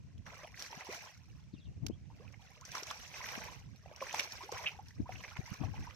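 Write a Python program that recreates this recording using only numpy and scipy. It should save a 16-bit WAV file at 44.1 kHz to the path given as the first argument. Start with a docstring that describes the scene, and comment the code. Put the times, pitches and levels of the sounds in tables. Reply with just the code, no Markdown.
"""A low puff of wind, then bare feet wading unevenly through a shallow muddy ditch a few metres away.
Each stroke of a foot swells, holds and settles: it churns up bubbles, throws mud that splatters back
and leaves a trickle. Air pockets gulp, mud slaps and pops, drops fall, a heel squelches free.
Gusts buffet the two microphone ports over a faint hiss of open air. In a lull a far bird twitters
and something small and dry ticks close by."""
import sys
import numpy as np
from scipy import signal
from scipy.fft import rfft, irfft, next_fast_len
from scipy.io import wavfile
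from scipy.ndimage import uniform_filter1d, map_coordinates

SR = 44100
rng = np.random.default_rng(int(sys.argv[2]) if len(sys.argv) > 2 else 0)


def dump_mix(stems):
    """Bounce the given channels to the path in sys.argv[1] as a 16-bit WAV at rate SR."""
    frames = np.atleast_2d(stems).T  # one column per channel
    limited = np.clip(frames, -1, 1)  # hard clip at full scale
    pcm = np.round(limited * 32767).astype(np.int16)
    wavfile.write(sys.argv[1], SR, pcm)


N = 262517

# EQ curves of the open air, wind rumble, gust edge and dry tick: f/Hz, relative level/dB
AIR_EQ = [(150, -44), (250, -67), (429, -17), (698, -28), (1200, -22.5), (2120, -17.5), (2800, -18),
          (3220, -23), (4890, -23), (5930, -19.5), (8250, -31), (9810, -38.5), (16000, -74)]
RUMBLE_EQ = [(22, -43), (40, -8), (62, 1.5), (86, 5.5), (155, -0.5), (230, -10.5), (390, -33.5),
             (700, -30.5), (1500, -78)]
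EDGE_EQ = [(30, -52), (100, 11), (280, 11.5), (500, -5), (1200, -24.5), (3000, -55)]
TICK_EQ = [(500, -8.5), (2500, -3.5), (4500, .5), (6200, 4.5), (8000, -15), (13000, -11.5), (16000, -15)]
# EQ curves of the four water layers: f/Hz, relative level/dB
SLOSH_EQ = [(120, -55), (280, -7), (450, -5.5), (750, 4), (1100, 7.5), (1500, -5), (2500, -64)]
SPLATTER_EQ = [(600, -54), (1200, -10.5), (1700, -7.5), (2400, -2), (3100, -8), (4200, -6), (6500, -27)]
SPRAY_EQ = [(2000, -11.5), (3500, -8), (4800, -4), (5900, 4), (6600, -7), (7500, -12), (10000, -21),
            (14000, -14.5), (16000, -62)]
MIST_EQ = [(4000, 7), (6000, -42), (9000, -9), (11000, -5), (14000, 2), (16000, -18)]
# stereo image of the noise: f/Hz, left-right correlation
CORRELATION = [(300, 0.91), (1000, 0.71), (1500, 0.39), (2500, 0.46), (4000, 0.095), (12000, 0.021)]
# where the ditch sits in the image (pan is always left minus right): f/Hz, pan/dB
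DITCH_PAN = [(300, -2), (500, -3), (1000, -2), (1400, -2), (2500, -3.5), (4500, -2), (5800, 0),
             (7000, -0.5), (14000, -2)]
# far bird's slurs: t/s, length/s, level/dB, start f/Hz, final f/Hz
BIRD_SLURS = [(1.522, 0.08, -67.5, 4530, 2730), (1.573, 0.071, -69, 5030, 3350),
              (1.64, 0.047, -65.5, 3970, 2730), (1.9, 0.056, -67.5, 2600, 3290)]
# a dry tick and its after-rattle: t/s, level/dB
DRY_TICKS = [(1.8646, -24), (1.883, -39.5)]
# light air drifting over the ports: t/s, left level/dB, right level/dB
WIND_BED = [(0, -53.5, -49.5), (.9, -66.5, -65), (1.6, -54.5, -51), (2.35, -63.5, -54.5), (3.051, -71, -60),
            (3.68, -57, -51.5), (4.15, -70, -61), (4.55, -57, -61.5), (5.95, -66, -52.5)]
# gusts on the ports: t/s, half length/s, level/dB, pan/dB
WIND_GUSTS = [(0.178, 0.089, -53, -1), (1.674, 0.019, -51.5, 21), (1.855, 0.063, -45, 1.5),
              (3.674, 0.011, -56, 10), (5.013, 0.034, -42, 0), (5.165, 0.039, -46, 8),
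              (5.7, 0.064, -40.5, 25), (5.78, 0.054, -47.5, -4)]
# single eddies striking a port: t/s, level/dB, f/Hz, half length/s, pan/dB
EDDIES = [(0.777, -44, 168, 0.0079, 30), (1.5403, -33, 184, 0.0047, 26), (1.835, -28, 123, 0.014, 22),
          (1.9, -25, 236, 0.0023, 15), (3.38, -34.5, 207, 0.0052, 34), (5.003, -26, 246, 0.0079, 32),
          (5.395, -27.5, 124, 0.0089, 42), (5.52, -30.5, 142, 0.008, -42), (5.613, -22.5, 126, 0.0042, 35)]
# drops falling from a leg or from thrown mud: t/s, level/dB, f/Hz
DROPS = [(0.18, -53.5, 3080), (1.176, -49.5, 5240), (2.325, -48, 5700), (2.611, -41.5, 5900),
         (2.652, -35, 5530), (2.718, -33.5, 5500), (2.833, -29.5, 5070), (2.869, -33, 5900),
         (3.76, -51, 4080), (3.962, -38.5, 5200), (4.128, -31.5, 5900), (4.184, -33, 5700),
         (4.3216, -29.5, 4920), (4.5185, -31, 5660), (4.703, -50, 2680), (4.884, -41, 5170),
         (4.908, -47, 1780), (5.541, -39, 5600)]
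# mud bubbles bursting: t/s, level/dB, f/Hz
MUD_POPS = [(0.433, -41, 2050), (.474, -43, 2060), (0.543, -36.5, 1960), (.574, -38, 1780),
            (.663, -35.5, 1700), (.809, -31.5, 2040), (1.009, -38, 2000), (2.279, -42, 2500),
            (2.342, -41, 2120), (3.141, -31, 2370), (3.159, -34, 1980), (3.214, -30, 2080),
            (3.242, -27.5, 1860), (3.259, -35, 2050), (3.419, -33.5, 1920), (3.438, -33, 2180),
            (3.474, -40, 1700), (4.007, -31.5, 2250), (4.068, -31.5, 1750), (4.094, -29, 2260),
            (4.11, -30, 2450), (4.5728, -31, 1760), (4.645, -32.5, 1880), (5.122, -33.5, 2090),
            (5.157, -34.5, 2420), (5.204, -39, 2870), (5.238, -30.5, 2110), (5.246, -31, 1940),
            (5.286, -39, 2130), (5.355, -39, 2170), (5.539, -36.5, 2200)]
# large air pockets closing: t/s, level/dB, f/Hz, t60/s, glide/(octaves/s)
AIR_POCKETS = [(.402, -47, 1030, 0.03, -3), (.434, -45.5, 570, 0.055, 14), (.446, -36.5, 660, 0.02, 7),
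               (.728, -34, 880, 0.027, 12), (.868, -44.5, 894, 0.039, 27), (.889, -39.5, 343, 0.073, 31),
               (2.101, -54.5, 876, 0.07, 6), (2.198, -53.5, 418, 0.16, 14.5), (2.615, -54, 930, 0.16, 21),
               (2.771, -41, 1047, 0.058, 0.5), (2.825, -37, 410, 0.019, 10),
               (2.91, -29.5, 1137, 0.022, -1.5), (3.205, -42, 1003, 0.048, -1),
               (3.297, -48, 760, 0.034, 27), (3.359, -39, 725, 0.027, -7), (3.4, -49.5, 570, 0.066, 19),
               (3.483, -42.5, 953, 0.045, 9), (3.859, -39.5, 690, 0.019, 14), (3.913, -42, 594, 0.024, 1),
               (4.015, -35, 590, 0.04, -10), (4.023, -30, 1106, 0.03, -14.5),
               (4.024, -34.5, 547, 0.05, -1.5), (4.1409, -23.5, 675, 0.026, 82),
               (4.406, -45, 943, 0.12, 11.5), (4.432, -55.5, 345, 0.31, 14.5),
               (4.491, -36, 814, 0.037, 1.5), (4.522, -32, 484, 0.025, 2), (4.536, -42.5, 606, 0.086, 28.5),
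               (4.59, -44, 936, 0.051, 3), (4.745, -49, 743, 0.048, 22.5), (4.789, -39, 755, 0.044, 14.5),
               (5.057, -49, 933, 0.09, 12.5), (5.092, -32, 714, 0.037, 7.5),
               (5.317, -51, 1320, 0.067, 11.5), (5.363, -43, 905, 0.035, 14), (5.526, -52, 1230, 0.06, 19),
               (5.614, -46, 850, 0.032, 18), (5.636, -33.5, 706, 0.024, 0), (5.739, -36, 807, 0.021, 10),
               (5.871, -41.5, 983, 0.034, -6)]
# mud slapping down or tearing off a foot: t/s, level/dB, cavity f/Hz, wetness/dB
MUD_SLAPS = [(0.264, -38, 1750, -22), (0.272, -42.5, 1300, -23), (0.594, -49.5, 4830, 12),
             (0.623, -45, 4970, 13.5), (0.925, -39, 2200, 4), (2.7504, -29, 1140, 0.5),
             (2.903, -31.5, 3250, -26), (2.9104, -31, 1240, -0.5), (3.287, -33.5, 2120, -2.5),
             (3.341, -35, 1300, -15), (3.352, -30, 2270, -18), (4.145, -33, 2030, 2.5),
             (4.194, -22.5, 2190, 0.5), (4.198, -24, 2600, -3.5), (4.205, -36, 2400, 7),
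             (4.5228, -32.5, 1040, -3), (4.58, -42.5, 1000, 7.5), (5.367, -32, 2100, -17),
             (5.907, -42.5, 2050, -17)]
# a foot lifts, kicks, drags or lands:
# full strength t/s, swell/s, hold/s, level/dB, splash/dB (deep push < 0 < shallow kick)
FOOT_STROKES = [(.265, .02, .18, -61, -2), (0.604, .08, .035, -56, 5.5), (0.723, .06, .16, -57.5, -1.5),
                (0.919, .05, .03, -52, 1), (1.029, .05, .04, -60, -0.5), (1.246, .1, .15, -77, 1),
                (2.177, .15, .16, -72.5, -2.5), (2.417, .08, .16, -68.5, -1), (2.672, .06, .04, -62, 4),
                (2.751, .07, .03, -51, 1), (2.887, .08, .04, -54.5, 1), (2.992, .05, .07, -60, 4),
                (3.153, .1, .04, -55, 2.5), (3.25, .08, .12, -52, 0.76), (3.42, .05, .03, -55, -1),
                (3.52, .05, .01, -60, -1), (3.724, .05, .12, -75, 1), (3.869, .04, .1, -68, -5),
                (4.025, .07, .08, -55, 1), (4.158, .06, .055, -48, 1.5), (4.319, .05, .12, -58, 1),
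                (4.535, .04, .115, -53, -2), (4.864, .05, .01, -71, 4), (4.958, .05, .08, -75, 1),
                (5.102, .05, .11, -62, 0), (5.24, .04, .05, -59, -0.5), (5.374, .04, .01, -62, -1),
                (5.462, .08, .09, -59.5, .5), (5.625, .05, .01, -58, -5), (5.757, .08, .14, -62, -1)]

CALM_DB = -83  # floor of the flow between strides


def amp(db):
    """Decibels to gain."""
    return 10 ** (np.asarray(db) / 20)


def unit(x):
    """Scale to rms 1."""
    return x / np.sqrt(np.mean(x ** 2) + 1e-20)


def along(points, hz):
    """Read a curve of (f/Hz, value) points on a log axis."""
    f, v = np.transpose(points)
    return np.interp(np.log(hz + 1), np.log(f), v)


def wobble(rate):
    """Smooth random modulation, rate knots a second."""
    return map_coordinates(rng.standard_normal(4096), [np.arange(N) * rate / SR], order=2, mode="mirror")


def filtered(x, response):
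    """Run x through a frequency response."""
    n = x.shape[-1]
    padded = next_fast_len(n + 4096)
    return irfft(rfft(x, padded) * response(np.fft.rfftfreq(padded, 1 / SR)), padded)[..., :n]


def coloured(x, eq):
    """Apply an EQ curve and scale to rms 1."""
    return unit(filtered(x, lambda hz: amp(along(eq, hz))))


def noise(size):
    """Stereo noise, narrow in the bass and wide in the treble."""
    def width(hz):
        angle = np.arccos(np.clip(along(CORRELATION, hz), -1, 1)) / 2
        return np.array([np.cos(angle), np.sin(angle)])
    mid, side = filtered(rng.standard_normal((2, size)), width)
    return np.array([mid + side, mid - side])


def panned(pan_db):
    """Left and right gains whose mean power is 1."""
    gains = amp(np.array([pan_db, -pan_db]).reshape(2, -1) / 2)
    return gains / np.sqrt(np.mean(gains ** 2, axis=0))


def add(track, s, sound):
    """Mix a sound into a track at time s."""
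    part = track[:, max(round(s * SR), 0):][:, :sound.shape[-1]]
    part += sound[..., :part.shape[1]]


def banks(x, t60=0.17, wet_db=-13):
    """The grassy banks scatter back a short, light reverb."""
    t = np.arange(SR // 6) / SR
    tail = rng.standard_normal((2, len(t))) * amp(-60 * t / t60) * (1 - np.exp(-t / 0.0033))
    return x + amp(wet_db) * signal.fftconvolve(x, tail / np.linalg.norm(tail[0]), axes=1)[:, :N]


def placed(x, lead_ms):
    """Sound from the ditch reaches the left port first and is a touch louder on the right."""
    def ports(hz):
        half_lead = np.exp(np.outer([1, -1], 1j * np.pi * hz * lead_ms / 1000))
        return amp(np.outer([.5, -.5], along(DITCH_PAN, hz))) * half_lead
    return filtered(x, ports)


def open_air(db=-76):
    """A faint, steady bed of outdoor hiss."""
    return amp(db) * coloured(noise(N), AIR_EQ)


def bird(glide_share=.7, waver=.05, flutter_db=5):
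    """A faint, broken twitter: each rough slur glides to its final pitch and steadies there."""
    out = np.zeros((2, N))
    for s, length, db, start_hz, final_hz in BIRD_SLURS:
        progress = np.arange(int(length * SR)) / (length * SR)
        to_go = np.cos(np.pi / 2 * np.minimum(progress / glide_share, 1)) ** 2
        jitter = 1 + waver * (.5 + 2 * to_go) * wobble(1100)[:len(progress)]
        hz = final_hz * (start_hz / final_hz) ** to_go * jitter
        swell = np.sqrt(np.abs(np.sin(np.pi * progress ** 1.16)))
        flutter = unit(amp(flutter_db * wobble(170)[:len(progress)]))
        add(out, s, amp(db) * swell * flutter * np.sin(2 * np.pi * np.cumsum(hz) / SR))
    return banks(out, t60=0.079, wet_db=-4)


def tick(length_s=0.012, attack_s=0.00096):
    """Something small and dry ticks close by and rattles faintly."""
    out, t = np.zeros((2, N)), np.arange(SR // 30) / SR
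    for s, db in DRY_TICKS:
        burst = rng.standard_normal((2, len(t))) * amp(-40 * t / length_s) * (1 - np.exp(-t / attack_s))
        add(out, s, amp(db) * panned(-2.7) * filtered(burst, lambda hz: amp(along(TICK_EQ, hz))))
    return out


def wind_force():
    """Wind envelope at each port: light drifting air, and gusts that swell and ebb."""
    t = np.arange(N) / SR
    times, *ports = np.transpose(WIND_BED)
    power = amp([np.interp(t, times, port_db) for port_db in ports]) ** 2
    for s, length, db, pan_db in WIND_GUSTS:
        power += (amp(db) * panned(pan_db)) ** 2 * np.exp(-((t - s) / length) ** 2)
    return np.sqrt(power)


def wind(lump_db=6, gain_db=1.5, edge_db=-15, wake_db=-17, wake_s=0.01):
    """Each port rumbles with its own turbulence; stronger gusts get a brighter edge."""
    force = amp(gain_db) * wind_force() * unit(amp(lump_db * np.tanh([wobble(35), wobble(35)])))
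    rumble = coloured(rng.standard_normal((2, N)), RUMBLE_EQ)
    edge = coloured(rng.standard_normal((2, N)), EDGE_EQ)
    out = force * (rumble + amp(edge_db) * np.sqrt(unit(force)) * edge)
    t = np.arange(SR // 10) / SR - 1 / 20
    for s, db, hz, length, pan_db in EDDIES:
        # an eddy pushes, then pulls (a long one several times), wrapped in its own turbulence
        thump = -np.sin(2 * np.pi * hz * t) / np.cosh(3.64 * t / length)
        turbulence = unit(edge[:, round(s * SR):][:, :len(t)])
        wake = amp(wake_db) * turbulence * np.exp(-((t - wake_s / 2) / wake_s) ** 2)
        add(out, s + t[0], amp(db) * panned(pan_db) * (thump + wake))
    return out


def drips(cycles=4, rise=0.038, attack_s=0.0001, splat_db=-12, splat_s=0.0047):
    """A drop ticks on the surface and traps a tiny bubble that rings for a few cycles."""
    out, t = np.zeros((2, N)), np.arange(SR // 40) / SR
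    for s, db, hz in DROPS:
        age = hz * t / cycles
        ring = np.sin(2 * np.pi * hz * t * (1 + rise * age)) * np.exp(-age)
        splat = amp(splat_db) * coloured(noise(len(t)), SPRAY_EQ) * np.exp(-t / splat_s)
        add(out, s, amp(db) * (1 - np.exp(-t / attack_s)) * (ring + splat))
    return out


def pops(cycles=2.54, gap_s=.002, detune=0.274, step_db=-5, rise=0.022):
    """A mud bubble bursts in four quick tears, each ringing the hollow, which bends up as it opens."""
    out, t = np.zeros((2, N)), np.arange(SR // 50) / SR
    tear = np.arange(4)[:, None]
    for s, db, hz in MUD_POPS:
        jitter, pitch = rng.uniform(-0.985, 1, (2, len(tear), 1)) * (tear > 0)
        turns = hz * np.exp(detune * pitch) * np.maximum(t - gap_s * (tear + jitter / 2), 0)
        age = turns / cycles
        bend = 1 + rise * np.minimum(age, 10)
        rings = np.sin(2 * np.pi * turns * bend) * np.exp(-age) * (1 - np.exp(-turns))
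        add(out, s, amp(db) * np.sum(amp(step_db * tear) * rings, axis=0))
    return out


def gulps(attack_s=0.0019, rough=0.25, gain_db=3.5, gurgle_octaves=.13, clean_s=.02):
    """Air pockets ring, most bending up as they near the surface; mud damps them unevenly and gurgles."""
    out, t = np.zeros((2, N)), np.arange(SR // 8) / SR
    for s, db, hz, t60, glide in AIR_POCKETS:
        flutter, gurgle = unit(uniform_filter1d(rng.standard_normal((2, len(t))), size=110))
        loose = 1 - np.exp(-t / clean_s)  # starts clean, then the pitch wanders
        octaves = np.minimum(glide * t, 1) + gurgle_octaves * loose * gurgle
        tone = np.sin(2 * np.pi * np.cumsum(hz * 2 ** octaves) / SR)
        envelope = amp(db + gain_db - 60 * t / t60) * (1 - np.exp(-t / attack_s))
        add(out, s, envelope * tone * (1 + rough * (1 + loose) * flutter))
    return out


def squelch(s=4.656, db=-37, swell_s=0.007, pops_per_s=800, slowing_s=0.018, hollow_hz=2780, ring_s=.001):
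    """A heel pulls free: air pops in through the mud, ever slower, ringing the changing hollow."""
    out, t = np.zeros((2, N)), np.arange(SR // 20) / SR
    rate = pops_per_s * np.exp(-t / slowing_s) * amp(2 * wobble(400.6)[:len(t)])
    popped = np.floor(np.cumsum(rate) / SR)
    when = t[np.diff(popped, prepend=0) > 0][:, None]
    pitch, strength = rng.standard_normal((len(when), 2)).T[:, :, None]
    age = np.maximum(t - when, 0)
    turns = hollow_hz * np.exp(.1 * pitch) * age
    rings = np.sin(2 * np.pi * turns) * np.exp(-age / ring_s) * (1 - np.exp(-turns))
    pull = (when / swell_s) ** 1.84 * np.exp(-when / swell_s) * amp(2 * strength)
    add(out, s, amp(db) * unit(np.sum(pull * rings, axis=0)))
    return out


def slaps(attack_s=0.00064, snap_s=0.00089, grain_db=4, cavity_q=3.7, body_db=-2.5, spray_db=-5):
    """A mud film snaps and more tear after it; they ring the cavity below and throw a fine spray."""
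    out, t = np.zeros((2, N)), np.arange(SR // 12) / SR
    for s, db, hz, wet_db in MUD_SLAPS:
        length = 0.015 * 2 ** (-wet_db / 49)  # wetter slaps are shorter
        seal = 2 ** (-wet_db / 51)  # drier mud seals better: softer attack, cleaner ring
        tearing = amp(grain_db * unit(uniform_filter1d(rng.standard_normal(len(t)), size=50)))
        snap = 3 / seal * np.exp(-t / snap_s)
        envelope = (amp(-40 * t / length) + snap) * (1 - np.exp(-t / (attack_s * seal)))
        burst = noise(len(t)) * tearing * envelope

        def cavity(f):
            resonance = 1j * f * hz / (cavity_q * seal * (hz * hz - f * f) + 1j * f * hz)
            return resonance / (1 + (f / (2 * hz)) ** 2)
        body = amp(body_db) * unit(filtered(burst, cavity))
        spray = amp(wet_db + spray_db) * coloured(burst * (1 - np.exp(-t / 0.00082)), SPRAY_EQ)
        add(out, s, amp(db - 6) * np.sqrt(np.mean(envelope ** 2)) * (body + spray))
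    return out


def flow(per_splash, settle_db_per_s, trickle_db, swell_db=20, trickle_db_per_s=45):
    """A water layer's envelope in dB: each stroke swells, holds, settles and trickles off the leg."""
    t = np.arange(N) / SR
    power = amp(CALM_DB) ** 2
    for s, swell, hold, db, splash_db in FOOT_STROKES:
        early, late = np.maximum(s - t, 0), np.maximum(t - s - hold, 0)
        release_db = np.maximum(-settle_db_per_s * late, trickle_db - trickle_db_per_s * late)
        stroke_db = db + per_splash * splash_db - swell_db * early / swell + release_db
        power = power + amp(np.maximum(stroke_db, 2 * CALM_DB)) ** 2
    return 10 * np.log10(power)


def bubbles(flow_db, count, band_hz, cycles, rise, spread_db, width_ms, samples):
    """Small ringing bubbles, denser in fast flow; each one's spot sets its delay between the ports."""
    when, pitch, life, strength, spot = rng.random((count, 5)).T[:, :, None]
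    flow_so_far = np.cumsum(amp(flow_db / 2))
    start = np.searchsorted(flow_so_far, when * flow_so_far[-1])
    low_hz, high_hz = band_hz
    hz = low_hz * (high_hz / low_hz) ** pitch
    gain = amp(spread_db * strength ** 2)
    n = np.arange(samples)
    pair = []
    for side in (-1, 1):
        turns = hz * np.maximum(n / SR + side * (spot - .5) * width_ms / 1000, 0)
        age = turns / (cycles * (.5 + life))
        envelope = np.exp(-age) * (1 - np.exp(-2 * turns)) * (1 - n / samples)
        rings = gain * envelope * np.sin(2 * np.pi * turns * (1 + rise * age))
        pair.append(np.bincount((start + n).ravel(), rings.ravel(), N + samples)[:N])
    return unit(np.array(pair))


def plips(flow_db, db=-65, follow=0.3):
    """Stray mid-sized bubbles ring clear of the wash and glide up, standing out most in gentle flow."""
    rings = bubbles(flow_db, count=130, band_hz=(1240, 3090), cycles=12.5, rise=0.025,
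                    spread_db=-4.5, width_ms=0.25, samples=2200)
    gate = np.clip((flow_db - CALM_DB) / 16, 0, 1) ** 2
    return amp(db + follow * (flow_db - flow_db.max())) * rings * gate


def churn(flow_db, swarm, eq, wash_db, clump_db, clump_rate):
    """Clumps of bubbles over a noise wash, levelled and then ridden by the flow envelope."""
    wash = amp(wash_db) * unit(amp(flow_db / 4)) * noise(N)
    texture = coloured(swarm + wash, eq) * amp(clump_db * wobble(clump_rate))
    power = uniform_filter1d(uniform_filter1d(np.mean(texture ** 2, axis=0), size=2600), size=2600)
    return amp(flow_db) * texture / np.sqrt(np.abs(power) + 1e-6)


def stirred_water():
    """Shins roll up low bubbles, thrown mud patters back, spray fizzes with a fine ticking mist on top."""
    # a shallow kick trades slosh for spray; slosh stops with the foot, thrown mud keeps falling
    slosh_db = flow(per_splash=-1.1, settle_db_per_s=145, trickle_db=-21)
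    splatter_db = flow(per_splash=0, settle_db_per_s=124.5, trickle_db=-17.5)
    spray_db = flow(per_splash=.9, settle_db_per_s=114.5, trickle_db=-16.5)
    mist_db = spray_db + 0.042 * (spray_db - spray_db.max()) - 8.5  # favours hard splashes a little
    slosh = bubbles(slosh_db, count=1400, band_hz=(376.3, 1473), cycles=6.15, rise=0.057,
                    spread_db=5, width_ms=0.27, samples=1500)
    splatter = bubbles(splatter_db, count=3400, band_hz=(1300, 3420), cycles=7, rise=0.015,
                       spread_db=11, width_ms=0.24, samples=700)
    spray = bubbles(spray_db, count=4500, band_hz=(3650, 10410), cycles=24, rise=0.02,
                    spread_db=7, width_ms=0.24, samples=200)
    mist = bubbles(spray_db, count=1300, band_hz=(6640, 14100), cycles=2.5, rise=0.02,
                   spread_db=38, width_ms=0.052, samples=80)
    slosh = churn(slosh_db, slosh, SLOSH_EQ, wash_db=-3, clump_db=3, clump_rate=60)
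    splatter = churn(splatter_db, splatter, SPLATTER_EQ, wash_db=-1.5, clump_db=1.8, clump_rate=96)
    spray = churn(spray_db, spray, SPRAY_EQ, wash_db=2, clump_db=3, clump_rate=60)
    mist = churn(mist_db, mist, MIST_EQ, wash_db=1, clump_db=7, clump_rate=61)
    return amp(-0.5) * slosh + amp(1.5) * splatter + amp(0.5) * spray + mist + plips(splatter_db)


def scene():
    """The mix: water and sharp mud hits between the banks, with wind, tick, bird and air around them."""
    water = placed(banks(stirred_water() + gulps() + squelch()), lead_ms=0.079)
    hits = placed(banks(slaps() + pops() + drips()), lead_ms=0.027)
    return water + hits + wind() + tick() + bird() + open_air()


def record(dry, low_cut_hz=33, top_hz=16100):
    """The microphone rolls off the deepest bass and keeps nothing above its band limit."""
    thinned = filtered(dry, lambda hz: hz ** 4 / (hz ** 4 + low_cut_hz ** 4))
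    return filtered(thinned, lambda hz: np.clip((top_hz - hz) / 400, 0, 1))


dry = scene()
out = record(dry)
dump_mix(out)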